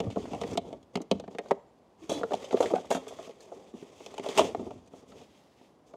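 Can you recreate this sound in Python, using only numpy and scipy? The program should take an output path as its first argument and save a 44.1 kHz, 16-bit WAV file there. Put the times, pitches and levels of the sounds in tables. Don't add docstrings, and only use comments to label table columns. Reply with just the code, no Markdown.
import sys
import numpy as np
from scipy import signal
from scipy.fft import rfft, irfft
from scipy.io import wavfile

SR = 44100
rng = np.random.default_rng(int(sys.argv[2]) if len(sys.argv) > 2 else 0)


def transcribe(u):
    v = np.clip(np.atleast_2d(u).T, -1, 1)
    q = np.round(v * 32767).astype(np.int16)
    wavfile.write(sys.argv[1], SR, q)


N = 262836
TIME = np.arange(N) / SR
AGE = TIME[:SR // 3]

# f/Hz, level/dB
CLOTH_SPECTRUM = [(1100, 13), (1600, -7.5), (1900, -0.5), (2600, -2), (2900, -1.5), (3400, 2), (4100, -8),
                  (4700, -4), (5400, -6), (6500, -3), (7300, -7), (8500, -12), (11000, -19), (15500, -25)]


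def knocks(wall_trim_db=-5.5, thump_trim_db=-1.5, crack_trim_db=-2.0, bag_in_s=2.0):
    # t/s, level/dB, wall f/Hz, nominal wall t60/s, relative jab/dB, thump/dB, crack/dB, crack f/Hz
    blows = [(0.002, -25, 480, 0.065, -5, -9.5, -16, 3020), (0.066, -27, 110, 0.1, 9, -6, -52, 1300),
             (0.159, -28, 488, 0.18, -1, -17, -26, 1300), (0.169, -26, 389, 0.045, 3, -6.5, -49, 1300),
             (0.317, -36.5, 373, 0.058, -14, -10, -23, 2540),
             (0.333, -29, 751, 0.14, -10, -10.5, -21.5, 2580),
             (0.414, -28.5, 506, 0.061, -23, -19, -16.5, 3450),
             (0.435, -29, 439, 0.1, -24, -10, -16.5, 1930), (0.519, -35.5, 480, 0.072, -15, -1, -32, 2870),
             (0.554, -32, 406, 0.041, 6, -26, -25, 1290), (0.574, -21, 684, 0.058, -9.5, -16, -16, 3500),
             (0.728, -34, 562, 0.1, -2, -18, -22.5, 2820), (0.955, -27, 453, 0.036, -27, -4, -11, 2550),
             (0.971, -30.5, 440, 0.055, -29, -5, -19, 2640), (1.003, -33, 336, 0.13, 5.5, -11, -28, 1320),
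             (1.113, -17.5, 538, 0.069, -3.5, -7.5, -17.5, 3200),
             (1.152, -44, 200, 0.092, -4, 6.5, -30, 1400), (1.198, -35, 500, .07, 4, -19, -18.5, 4200),
             (1.278, -37.5, 504, 0.061, -16, -5, -22, 1850),
             (1.349, -36.5, 470, 0.056, -12, -11, -21.5, 1860),
             (1.385, -28, 562, 0.089, -18, -19, -12, 1970), (1.509, -20, 898, 0.04, -0.5, -26, -20, 1860),
             (1.513, -17, 565, 0.062, -8.5, -18.5, -23.5, 1810),
             (2.094, -28, 323, 0.34, -9, -10, -22, 3980), (2.117, -26, 580, 0.085, 14, -13.5, -20.5, 3600),
             (2.211, -30, 474, 0.089, -21, -13, -28, 1300), (2.233, -28.5, 1317, 0.033, -3, -19, -20, 1660),
             (2.235, -23, 445, 0.069, -32, -19.5, -29, 1470),
             (2.307, -30.5, 600, 0.11, -17, -13, -24, 1310), (2.319, -25, 610, 0.033, -6, -30, -25, 1750),
             (2.334, -28.5, 882, 0.05, -1, -10.5, -17, 3050),
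             (2.340, -22, 717, 0.039, 8.5, -30, -24.5, 3050), (2.509, -34.5, 624, 0.05, -9, -30, -13, 1300),
             (2.528, -26, 632, 0.034, -5, -9.5, -31, 1300), (2.542, -16, 431, 0.13, 11, -19.5, -50, 1300),
             (2.57, -31, 670, 0.051, 1, -29, -16, 1290), (2.604, -14.5, 520, 0.12, 1.5, -40, -29, 1600),
             (2.626, -25, 562, 0.11, -5, -34, -17.5, 1360), (2.640, -25, 490, 0.084, -2, -19.5, -25, 3200),
             (2.658, -31, 415, 0.07, 0, -25, -11, 1910), (2.703, -27.5, 715, 0.15, -26, -29, -34, 1390),
             (2.736, -16.5, 497, 0.052, 8.5, -18, -34, 1310), (2.757, -33.5, 730, 0.079, -7, -9, -14, 2470),
             (2.779, -33.5, 490, 0.11, -6, -13, -21, 1410), (2.845, -41, 550, 0.072, -7, -22, -23, 1300),
             (2.905, -23, 680, 0.076, -5, -13.5, -23, 1340), (2.912, -18, 662, 0.078, -9, -30, -21, 1600),
             (2.948, -26.5, 650, 0.076, -5, -6.5, -17, 1320),
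             (2.968, -31.5, 556, 0.088, -9, -10, -17, 1350), (3.017, -42, 459, 0.16, -10, -26, -30, 1400),
             (3.067, -37, 468, 0.087, -10, -32, -21, 1400), (3.108, -40.5, 630, 0.053, -13, -32, -28, 1403),
             (3.124, -41, 664, 0.041, 13, -23, -35, 3350), (3.188, -34.5, 635, 0.064, 0, -44, -23, 1330),
             (3.274, -42.5, 640, 0.044, -6, -13, -30, 1400), (3.293, -38, 440, 0.068, -25, -22, -25, 2700),
             (3.518, -35.5, 524, 0.075, -7, -27, -40, 1310), (3.565, -48, 427, 0.098, -8, -14, -25, 1400),
             (3.738, -37.5, 340, 0.28, 10, -2.5, -43, 3000), (3.825, -39.5, 408, 0.12, 5, -8, -26, 1450),
             (4.004, -42, 338, 0.077, -18, -16, -20, 2130), (4.18, -33, 864, 0.043, -10, -33, -12.5, 3100),
             (4.196, -31.5, 413, 0.056, -4, -13, -18.5, 2390),
             (4.242, -36.5, 532, 0.17, -12, -23, -28, 2700),
             (4.261, -27.5, 565, 0.087, -31, -33, -24, 3500), (4.287, -29, 488, 0.12, -12, -13, -14, 3330),
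             (4.375, -22.5, 355, 0.069, -5, -40, -11, 2900), (4.383, -17, 862, 0.12, -2, -28, -16.5, 2810),
             (4.392, -15.5, 648, 0.034, -27, -37, -16, 3000), (4.394, -18, 960, .09, 1.5, -35, -29, 2800),
             (4.406, -23, 365, 0.039, 10, -9, -15, 2950), (4.414, -22, 685, 0.055, 3, -24, -21, 2800),
             (4.444, -32, 567, 0.09, -10, -6, -17, 2900), (4.548, -25, 662, 0.031, -9, -23, -27, 1910),
             (4.594, -31.5, 397, 0.16, 0, -7.5, -29, 1280), (4.625, -35.5, 326, 0.17, 6, -9.5, -38, 1300),
             (4.666, -35, 382, 0.11, 4, -13, -45, 3020), (4.707, -35.5, 592, 0.046, -3, -31, -25.5, 2700),
             (4.753, -43.5, 342, 0.09, 11, -15, -34, 2700), (4.935, -43, 560, 0.065, -15, -7.5, -29, 3370),
             (5.027, -51.5, 440, 0.093, -12, -8, -28, 2700), (5.12, -50.5, 590, 0.16, -14, -3, -8, 1300),
             (5.214, -45.5, 463, 0.062, -14, -17, -21, 3690), (5.612, -52.5, 415, 0.057, 3, -8, -25, 2700),
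             (5.937, -41, 610, 0.076, 1.5, -15, -23.5, 1390)]
    out = np.zeros(N)
    for t, level, wall_hz, t60, jab_db, thump_db, crack_db, crack_hz in blows:
        boom_hz = 209.5 if t < bag_in_s else 253
        tick_db = -12.5 + 8 * np.log2(crack_hz / 2000)
        add(out, t, from_db(level + wall_trim_db) * box_walls(wall_hz, t60, jab_db))
        add(out, t, from_db(level + thump_db + thump_trim_db) * box_floor(boom_hz))
        add(out, t, contact(level + crack_db + crack_trim_db, crack_hz, tick_db))
    return out


def box_walls(pitch, t60, jab_db, focus_db=5.0, panel_db=-6.5, dull_db_per_octave=4.0):
    # f/Hz, level/dB
    modes = [(295, -4.5), (345, -34), (398, 3), (455, 3.5), (535, -3), (610, 0), (685, 6), (770, -0.5),
             (850, -0.5), (945, -2.5), (1065, -4.5), (1190, -4), (1320, -8.5), (1480, -41)]
    hz, db = np.transpose(modes)
    loaded_hz = hz * (1 + 0.025 * rng.standard_normal(len(hz)))
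    softness_db = dull_db_per_octave * np.maximum(np.log2(hz / pitch), 0)
    struck_db = db - softness_db + focus_db * bump(hz, pitch, octaves=0.11)
    others = ring(loaded_hz, struck_db, t60 * (600 / hz) ** 0.49, spread_db=3.5)
    panel_hz = pitch * (1 + 0.24 * dying(0.032))
    turns = np.cumsum(panel_hz) / SR
    panel = attack_one(np.cos(2 * np.pi * turns) * (1 - dying(0.087)) * dying(t60 * 0.77))
    jab_cycles = 1.25 * from_db(0.19 * max(jab_db, 0))
    return attack_one(others + from_db(panel_db) * panel + from_db(jab_db) * jab(pitch, jab_cycles))


def jab(hz, cycles):
    progress = hz * AGE / cycles
    return attack_one(np.sin(2 * np.pi * hz * AGE) * progress ** 3 * np.exp(-3 * progress))


def box_floor(pitch, focus_db=10.0):
    # f/Hz, level/dB, t60/s
    modes = [(89, -15.5, 0.085), (124, -26, 0.032), (182.8, -2.5, 0.067), (211.2, -5.5, 0.061),
             (256.2, -5.5, 0.074)]
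    hz, db, t60 = np.transpose(modes)
    return ring(hz, db + focus_db * bump(hz, pitch, octaves=0.26), t60, spread_db=-2.0)


def contact(db, pitch, tick_db):
    # f/Hz, level/dB
    crack_spectrum = [(1200, -4), (1700, -9), (2200, -5.5), (3000, -7), (3700, -7.5), (4700, -11.5)]
    tick_spectrum = [(4600, 3), (6700, 5), (8500, -3), (11000, -14.5), (15500, -23)]
    crack = snap(crack_spectrum, t60=0.036, count=30, pitch=pitch, focus_db=10.0)
    tick = snap(tick_spectrum, t60=0.025, count=70)
    return from_db(db) * (crack + from_db(tick_db) * tick)


def pots(shimmer_db=-7.0, shimmer_t60=0.081, focus_db=13):
    # t/s, level/dB, rattle t60/s, freedom to ring/0-1, favoured f/Hz
    jolts = [(2.095, -41.5, 0.27, 0.14, 3400), (2.606, -44, 0.055, 0.1, 2740),
             (2.627, -44.5, 0.029, 0.54, 3350), (2.904, -40.5, 0.052, 0.3, 2830),
             (2.911, -40.5, 0.2, 0.4, 2800), (2.922, -43, 0.088, 0.9, 1840),
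             (2.946, -40, 0.054, 0.75, 1770), (3.08, -49, 0.049, 0.4, 2830),
             (4.376, -29.5, 0.06, 0.76, 2750), (4.392, -39, 0.07, 0.8, 3260)]
    # f/Hz, level/dB, free t60/s
    modes = [(262, 1, .35), (395, 4, .35), (570, 4, .3), (946, -2, .25), (1061, -3, .25), (1290, -3, .25),
             (1590, -7, .2), (1841, -6, .2), (2242, -7, .2), (2350, -7, .2), (2498, -6, .2),
             (2731, -1, .16), (2800, -3, .15), (2950, -5, .17), (3074, -6, .2), (3316, -4, .24),
             (3190, -2, .2), (3240, -3, .2), (3394, -4, .2), (3448, -2, .2), (3596, -4, .2),
             (3700, -6, .18), (4188, -12, .14), (4600, -5, .16), (4980, -9, .15), (5770, -6, .12),
             (6422, -6, .16), (6620, -6, .16), (6794, -6, .12), (7560, -7, .18), (8102, -9, .13),
             (9400, -14, .16)]
    # f/Hz, level/dB
    shimmer_spectrum = [(900, 6), (1600, -6), (2200, -1.5), (3200, -8), (4800, -7.5), (6700, 0),
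                        (8500, -7.5), (11000, -14), (15500, -27.5)]
    out = np.zeros(N)
    pot_hz, pot_db, pot_t60 = np.transpose(modes)
    for t, level, rattle_t60, freedom, pitch in jolts:
        hz, db = crowded(shimmer_spectrum, count=160)
        shimmer = ring(hz, db, np.full(len(hz), shimmer_t60), spread_db=7.0)
        favoured_db = focus_db * freedom * bump(pot_hz, pitch, octaves=0.2)
        tones = ring(pot_hz, pot_db + favoured_db, pot_t60 * freedom, spread_db=-5.0)
        steel = freedom * tones + from_db(shimmer_db) * shimmer
        touches = chatter(rattle_t60, per_s=500, first=1.54)
        add(out, t, from_db(level) * attack_one(signal.fftconvolve(touches, steel)))
    return out


def plates():
    # t/s, level/dB, rattle t60/s
    jangles = [(2.096, -43.5, 0.18), (2.135, -49, 0.21)]
    # f/Hz, level/dB, t60/s
    modes = [(2572, -4, .13), (3012, -5, .1), (3120, -4, .12), (3163, -2, .12), (3248, -3, .14),
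             (3365, -1, .16), (3402, 1, .17), (3560, -5, .1), (3641, -4, .1), (3724, -4, .1),
             (3941, -1, .15), (4005, -3, .14), (4110, -8, .1), (4260, -7, .1), (4491, -3, .16)]
    out = np.zeros(N)
    hz, db, t60 = np.transpose(modes)
    for t, level, rattle_t60 in jangles:
        stack = 0
        for _ in range(3):
            touches = chatter(rattle_t60, per_s=600, first=2.1)
            stack += signal.fftconvolve(touches, ring(hz, db, t60, spread_db=3.0))
        add(out, t, from_db(level) * attack_one(stack))
    return out


def glass_top():
    # t/s, level/dB
    clacks = [(0.575, -41), (0.956, -44), (1.113, -37.5)]
    # f/Hz, level/dB, t60/s
    modes = [(2180, -12, .08), (2560, 0, 0.035), (3110, -2, 0.033), (3135, -5, 0.066), (3460, -9, 0.038),
             (3840, 3, 0.018), (4140, 1, 0.03), (4520, 1, 0.025), (5060, -1.5, 0.025)]
    out = np.zeros(N)
    hz, db, t60 = np.transpose(modes)
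    for t, level in clacks:
        add(out, t, from_db(level) * ring(hz, db, t60, spread_db=3.0))
    return out


def clicks(crack_trim_db=-4.5):
    # t/s, level/dB, f/Hz, skid t60/s
    taps = [(0.101, -48, 2600, 0.13), (0.18, -59.5, 3000, 0.02), (0.254, -53, 1630, 0.03),
            (0.345, -51, 2600, 0.026), (0.477, -58, 3800, 0.015), (0.497, -71, 3300, 0.016),
            (0.512, -57, 5200, 0.024), (0.532, -54, 5000, .03), (0.828, -66, 3350, 0.016),
            (1.016, -57.5, 7200, 0.027), (1.238, -59.5, 1270, 0.026), (1.457, -58.5, 1530, 0.066),
            (1.484, -63, 4200, 0.027), (2.336, -51.5, 3180, 0.014), (2.35, -52.5, 4170, .012),
            (2.443, -46.5, 3030, 0.072), (2.659, -48, 2000, 0.006), (2.854, -58, 3350, 0.023),
            (3.404, -59, 5260, 0.061), (4.062, -47, 3100, 0.0073), (4.14, -51, 2870, 0.038),
            (4.859, -72, 4570, 0.04), (4.874, -66.5, 4600, 0.034)]
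    out = np.zeros(N)
    for t, level, pitch, skid_t60 in taps:
        octaves = np.log2(pitch / 2000)
        tick_db = -9.5 + 8.5 * octaves
        wall_db = 7.0 - 8.0 * octaves
        skid = chatter(skid_t60, per_s=2500, first=1, age=AGE[:SR // 20])
        skid /= np.linalg.norm(skid)
        add(out, t, signal.fftconvolve(skid, contact(level + crack_trim_db, pitch, tick_db)))
        add(out, t, from_db(level + wall_db) * box_walls(pitch=560, t60=0.029, jab_db=-8.5))
    return out


def groans(waver=0.0423, octave_db=-20, rough_db=4.0):
    # t/s, length/s, f/Hz, level/dB
    rubs = [(2.014, 0.052, 323.5, -46.5), (2.133, 0.072, 295.4, -37), (2.544, 0.02, 397.4, -25.5),
            (2.714, 0.03, 362, -28), (2.737, 0.052, 763, -34), (4.479, 0.021, 456, -31.5)]
    out = np.zeros(N)
    for t, length, pitch, level in rubs:
        phase = 2 * np.pi * np.cumsum(pitch * (1 + waver * drift(150))) / SR
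        tone = np.sin(phase) + from_db(octave_db) * np.sin(2 * phase)
        out += from_db(level + rough_db * drift(200)) * arch(t, length) * tone
    return out


def handling(cloth_trim_db=-3.5, rock_trim_db=-2.5, crinkle_db=-8, sleeves_db=-80):
    # f/Hz, level/dB
    drag_spectrum = [(190, 8), (270, 3), (320, 1.5), (390, 11.5), (460, 10), (540, 8.5), (700, 3), (880, 0),
                     (1100, -12), (1400, -19)]
    rock_spectrum = [(55, -3), (90, -3), (110, -1), (140, -6.5), (195, -3), (270, 7)]
    drag, cloth, rock = hand_strokes()
    jerks = from_db(2.5 * drift(70))
    weave = shifting_folds(colour(friction(per_s=1700, size_db=0.5, smooth=1.0), CLOTH_SPECTRUM))
    rustle = rms_one(weave + from_db(crinkle_db) * crinkles())
    scrape = colour(friction(per_s=440, size_db=0.0, smooth=0.99), drag_spectrum)
    rumble = colour(friction(per_s=220, size_db=2.5, smooth=0.59), rock_spectrum)
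    rubbing = (cloth + from_db(sleeves_db)) * from_db(cloth_trim_db) * rustle
    rocking = rock * from_db(rock_trim_db) * rumble
    return jerks * (drag * scrape + rubbing + rocking)


def hand_strokes(swell_share=0.19):
    # start/s, end/s, dragging/dB, rubbing/dB, rocking/dB
    strokes = [(0.0, 0.057, -42, -56.5, -36), (0.104, 0.312, -49.5, -55.5, -46.5),
               (0.306, 0.538, -45, -51.5, -40.5), (0.611, 0.72, -46, -61.5, -46),
               (0.933, 0.97, -54, -66.5, -55), (1.102, 1.18, -62, -65, -43),
               (1.304, 1.314, -48.5, -61, -77), (1.403, 1.52, -51.5, -63.5, -67),
               (1.969, 2.114, -61.5, -61, -60), (2.09, 2.195, -44, -51, -50.5),
               (2.24, 2.474, -46, -51, -55.5), (2.482, 2.768, -43.5, -46.5, -51),
               (2.794, 2.936, -58, -61.5, -68), (2.892, 3.308, -54, -55, -62),
               (3.308, 3.676, -55, -64.5, -68), (3.68, 4.05, -58.5, -63, -63),
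               (4.05, 4.222, -52, -56.5, -60), (4.221, 4.37, -45, -43.5, -63),
               (4.361, 4.414, -31.5, -40, -43), (4.436, 4.481, -38, -51, -49),
               (4.517, 4.694, -48, -59, -43), (4.72, 4.88, -64.5, -74, -68),
               (4.902, 5.021, -58.5, -64, -63), (5.057, 5.221, -56, -62.5, -55),
               (5.244, 5.41, -68, -72, -72), (5.553, 5.662, -74, -77, -66), (5.892, 5.92, -57.5, -77, -78)]
    release_t60 = [0.21, 0.24, 0.46]
    gains = np.zeros((3, N))
    for start, end, *levels_db in strokes:
        swell_s = max(swell_share * (end - start), .005)
        swell = 1 - np.exp(-np.maximum(TIME - start, 0) / swell_s)
        release = dying(np.array(release_t60)[:, None], np.maximum(TIME - end, 0))
        gains += from_db(levels_db)[:, None] * swell * release
    return gains


def shifting_folds(x, patchy_db=1.5, per_s=28):
    hz = np.fft.rfftfreq(N, 1 / SR) + 1
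    spectrum = rfft(x)
    centres_hz = np.geomspace(1200, 14000, 14)
    shares = [np.interp(hz, centres_hz, one) for one in np.eye(len(centres_hz))]
    bands = [irfft(spectrum * share, N) for share in shares]
    return rms_one(sum(band * from_db(patchy_db * drift(per_s)) for band in bands))


def crinkles(per_s=280, t60=0.013):
    pitches = np.geomspace(2000, 8500, 8)
    out = np.zeros(N)
    for hz in pitches:
        folds = friction(per_s / len(pitches), size_db=2.5, smooth=0)
        rasp = snap(CLOTH_SPECTRUM, t60, count=60, pitch=hz, focus_db=14.5, octaves=0.38)
        out += signal.fftconvolve(folds, rasp)[:N] * from_db(at_hz(CLOTH_SPECTRUM, hz))
    return rms_one(out)


def swishes(treble_hz=4380, flutter_db=2.1):
    # t/s, length/s, level/dB, relative treble/dB
    brushes = [(3.218, 0.067, -58.5, -2), (3.408, 0.055, -67, 5.5), (3.5, 0.091, -71, 6.5),
               (3.636, 0.09, -70, -3), (3.746, 0.1, -62.5, -0.5), (3.83, 0.14, -68, -1),
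               (3.952, 0.15, -61, 0.5), (4.425, 0.074, -45.5, -1.5), (4.687, 0.14, -71.5, -2),
               (4.942, 0.076, -74, 10.5), (5.078, 0.04, -69, 6.5), (5.154, 0.12, -64, -4),
               (5.303, 0.11, -67.5, -7), (5.548, 0.14, -69, -11), (5.86, 0.059, -73, 6.5)]
    # f/Hz, level/dB
    spectrum = [(1800, 1), (2600, 5.5), (3400, 2.5), (4300, -4.5), (5400, -2), (6600, 0.5), (8500, -8.5),
                (11000, -16), (15500, -20)]
    threads = colour(friction(per_s=1800, size_db=1.5, smooth=0.63), spectrum)
    threads *= from_db(flutter_db * drift(90))
    body = signal.sosfiltfilt(signal.butter(2, treble_hz, fs=SR, output="sos"), threads)
    treble = threads - body
    out = np.zeros(N)
    for t, length, level, treble_db in brushes:
        speed = arch(t, length)
        out += from_db(level) * (speed ** 1.6 * body + from_db(treble_db) * speed ** 0.88 * treble)
    return out


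def drawstring():
    # f/Hz, width/Hz, level/dB
    resonances = [(2020, 450, -1), (2900, 600, -2), (3700, 700, -3), (4800, 1200, -5)]
    # start/s, end/s, level/dB
    pulls = [(5.08, 5.28, -72), (5.23, 5.55, -71.5), (5.51, 5.737, -73)]
    slips = friction(per_s=970, size_db=0.5, smooth=0.96)
    rasp = sum(from_db(db) * rms_one(signal.lfilter(*signal.iirpeak(hz, hz / width, SR), slips))
               for hz, width, db in resonances)
    return rms_one(rasp) * sum(from_db(db) * arch(start, end - start) for start, end, db in pulls)


def with_reflections(x, wet_db=-23, t60=0.5, dull_hz=3500, delay_s=0.015):
    tail = rng.standard_normal(len(AGE)) * dying(t60) * (AGE > delay_s)
    tail = signal.sosfilt(signal.butter(1, dull_hz, fs=SR, output="sos"), tail / np.linalg.norm(tail))
    return x + from_db(wet_db) * signal.fftconvolve(x, tail)[:N]


def far_bird(level_db=-82, warble_hz=200, warbles_per_s=20, quaver_hz=110, flicker_db=2.0):
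    # t/s, length/s, f/Hz
    chirps = [(1.56, 0.086, 7400), (1.66, 0.054, 7300)]
    out = np.zeros(N)
    for t, length, pitch in chirps:
        hz = pitch + warble_hz * np.cos(2 * np.pi * warbles_per_s * (TIME - t)) + quaver_hz * drift(900)
        gain = from_db(level_db + flicker_db * drift(200)) * arch(t, length) ** 2
        out += gain * np.sin(2 * np.pi * np.cumsum(hz) / SR)
    return out


def open_air(level_db=-62):
    # f/Hz, level/dB
    spectrum = [(22, -48), (55, -2), (100, -8), (200, -0.5), (430, -2.5), (760, -5.5), (1050, -11),
                (1400, -20.5), (2200, -25.5), (4500, -29.5), (8000, -36.5), (15500, -43)]
    return from_db(level_db) * colour(rng.standard_normal(N), spectrum)


def ring(hz, db, t60, spread_db, age=AGE):
    gain = from_db(db + spread_db * rng.uniform(-0.8, 1, len(hz))) * rng.choice([-1, 1], len(hz))
    turns = hz[:, None] * age
    swell = 1 - np.exp(-turns)
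    return attack_one(gain @ (np.sin(2 * np.pi * turns) * swell * dying(t60[:, None], age)))


def snap(spectrum, t60, count, pitch=3000, focus_db=0, octaves=0.26):
    hz, db = crowded(spectrum, count)
    focused_db = db + focus_db * bump(hz, pitch, octaves)
    return ring(hz, focused_db, np.full(count, t60), spread_db=-7.5, age=AGE[:SR // 25])


def crowded(spectrum, count):
    low_hz, high_hz = spectrum[0][0], spectrum[-1][0]
    hz = low_hz + (high_hz - low_hz) * (np.arange(count) + rng.random(count)) / count
    return hz, at_hz(spectrum, hz)


def chatter(t60, per_s, first, age=AGE):
    touches = rng.standard_normal(len(age)) * (rng.random(len(age)) < per_s / SR) * dying(t60, age)
    touches[0] = first
    return touches


def friction(per_s, size_db, smooth):
    sizes = from_db(size_db * np.minimum(rng.exponential(1, N), 4)) * rng.choice([-1, 1], N)
    slips = sizes * (rng.random(N) < per_s / SR)
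    return rms_one(slips) + smooth * rng.standard_normal(N)


def colour(x, spectrum):
    hz = np.fft.rfftfreq(N, 1 / SR) + 1
    skirts = 1 / (1 + (spectrum[0][0] / hz) ** 6 + (hz / spectrum[-1][0]) ** 6)
    return rms_one(irfft(rfft(x) * from_db(at_hz(spectrum, hz)) * skirts, N))


def at_hz(spectrum, hz):
    knots, db = np.transpose(spectrum)
    return np.interp(np.log(hz), np.log(knots), db)


def bump(hz, pitch, octaves):
    return np.exp(-.5 * (np.log2(hz / pitch) / octaves) ** 2)


def arch(start, length):
    return np.sqrt(np.abs(np.sin(np.pi * np.clip((TIME - start) / length, 0, 1))))


def dying(t60, age=AGE):
    return np.exp(-np.log(1000) * age / np.maximum(t60, .003))


def drift(per_s):
    knots = rng.standard_normal(4096)
    return np.interp(TIME * per_s, np.arange(len(knots)), knots)


def from_db(db):
    return 10 ** (np.asarray(db) / 20)


def rms_one(x):
    return x / np.sqrt(np.mean(x ** 2) + 1e-20)


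def attack_one(x):
    return x / np.sqrt(np.mean(x[:SR // 50] ** 2) + 1e-20)


def add(out, t, sound):
    start = max(round(t * SR), 0)
    out[start:start + len(sound)] += sound[:N - start]


def scene():
    air = open_air()
    impacts = knocks() + clicks() + glass_top() + pots() + plates()
    packing = with_reflections(impacts + groans()) + handling() + swishes() + drawstring()
    return (packing + far_bird() + air)[None]


def record(dry, low_cut_hz=55, high_cut_hz=15800):
    thin = signal.sosfilt(signal.butter(2, low_cut_hz, "high", fs=SR, output="sos"), dry)
    return signal.sosfilt(signal.ellip(10, .1, 80, high_cut_hz, fs=SR, output="sos"), thin)


dry = scene()
out = record(dry)
transcribe(out)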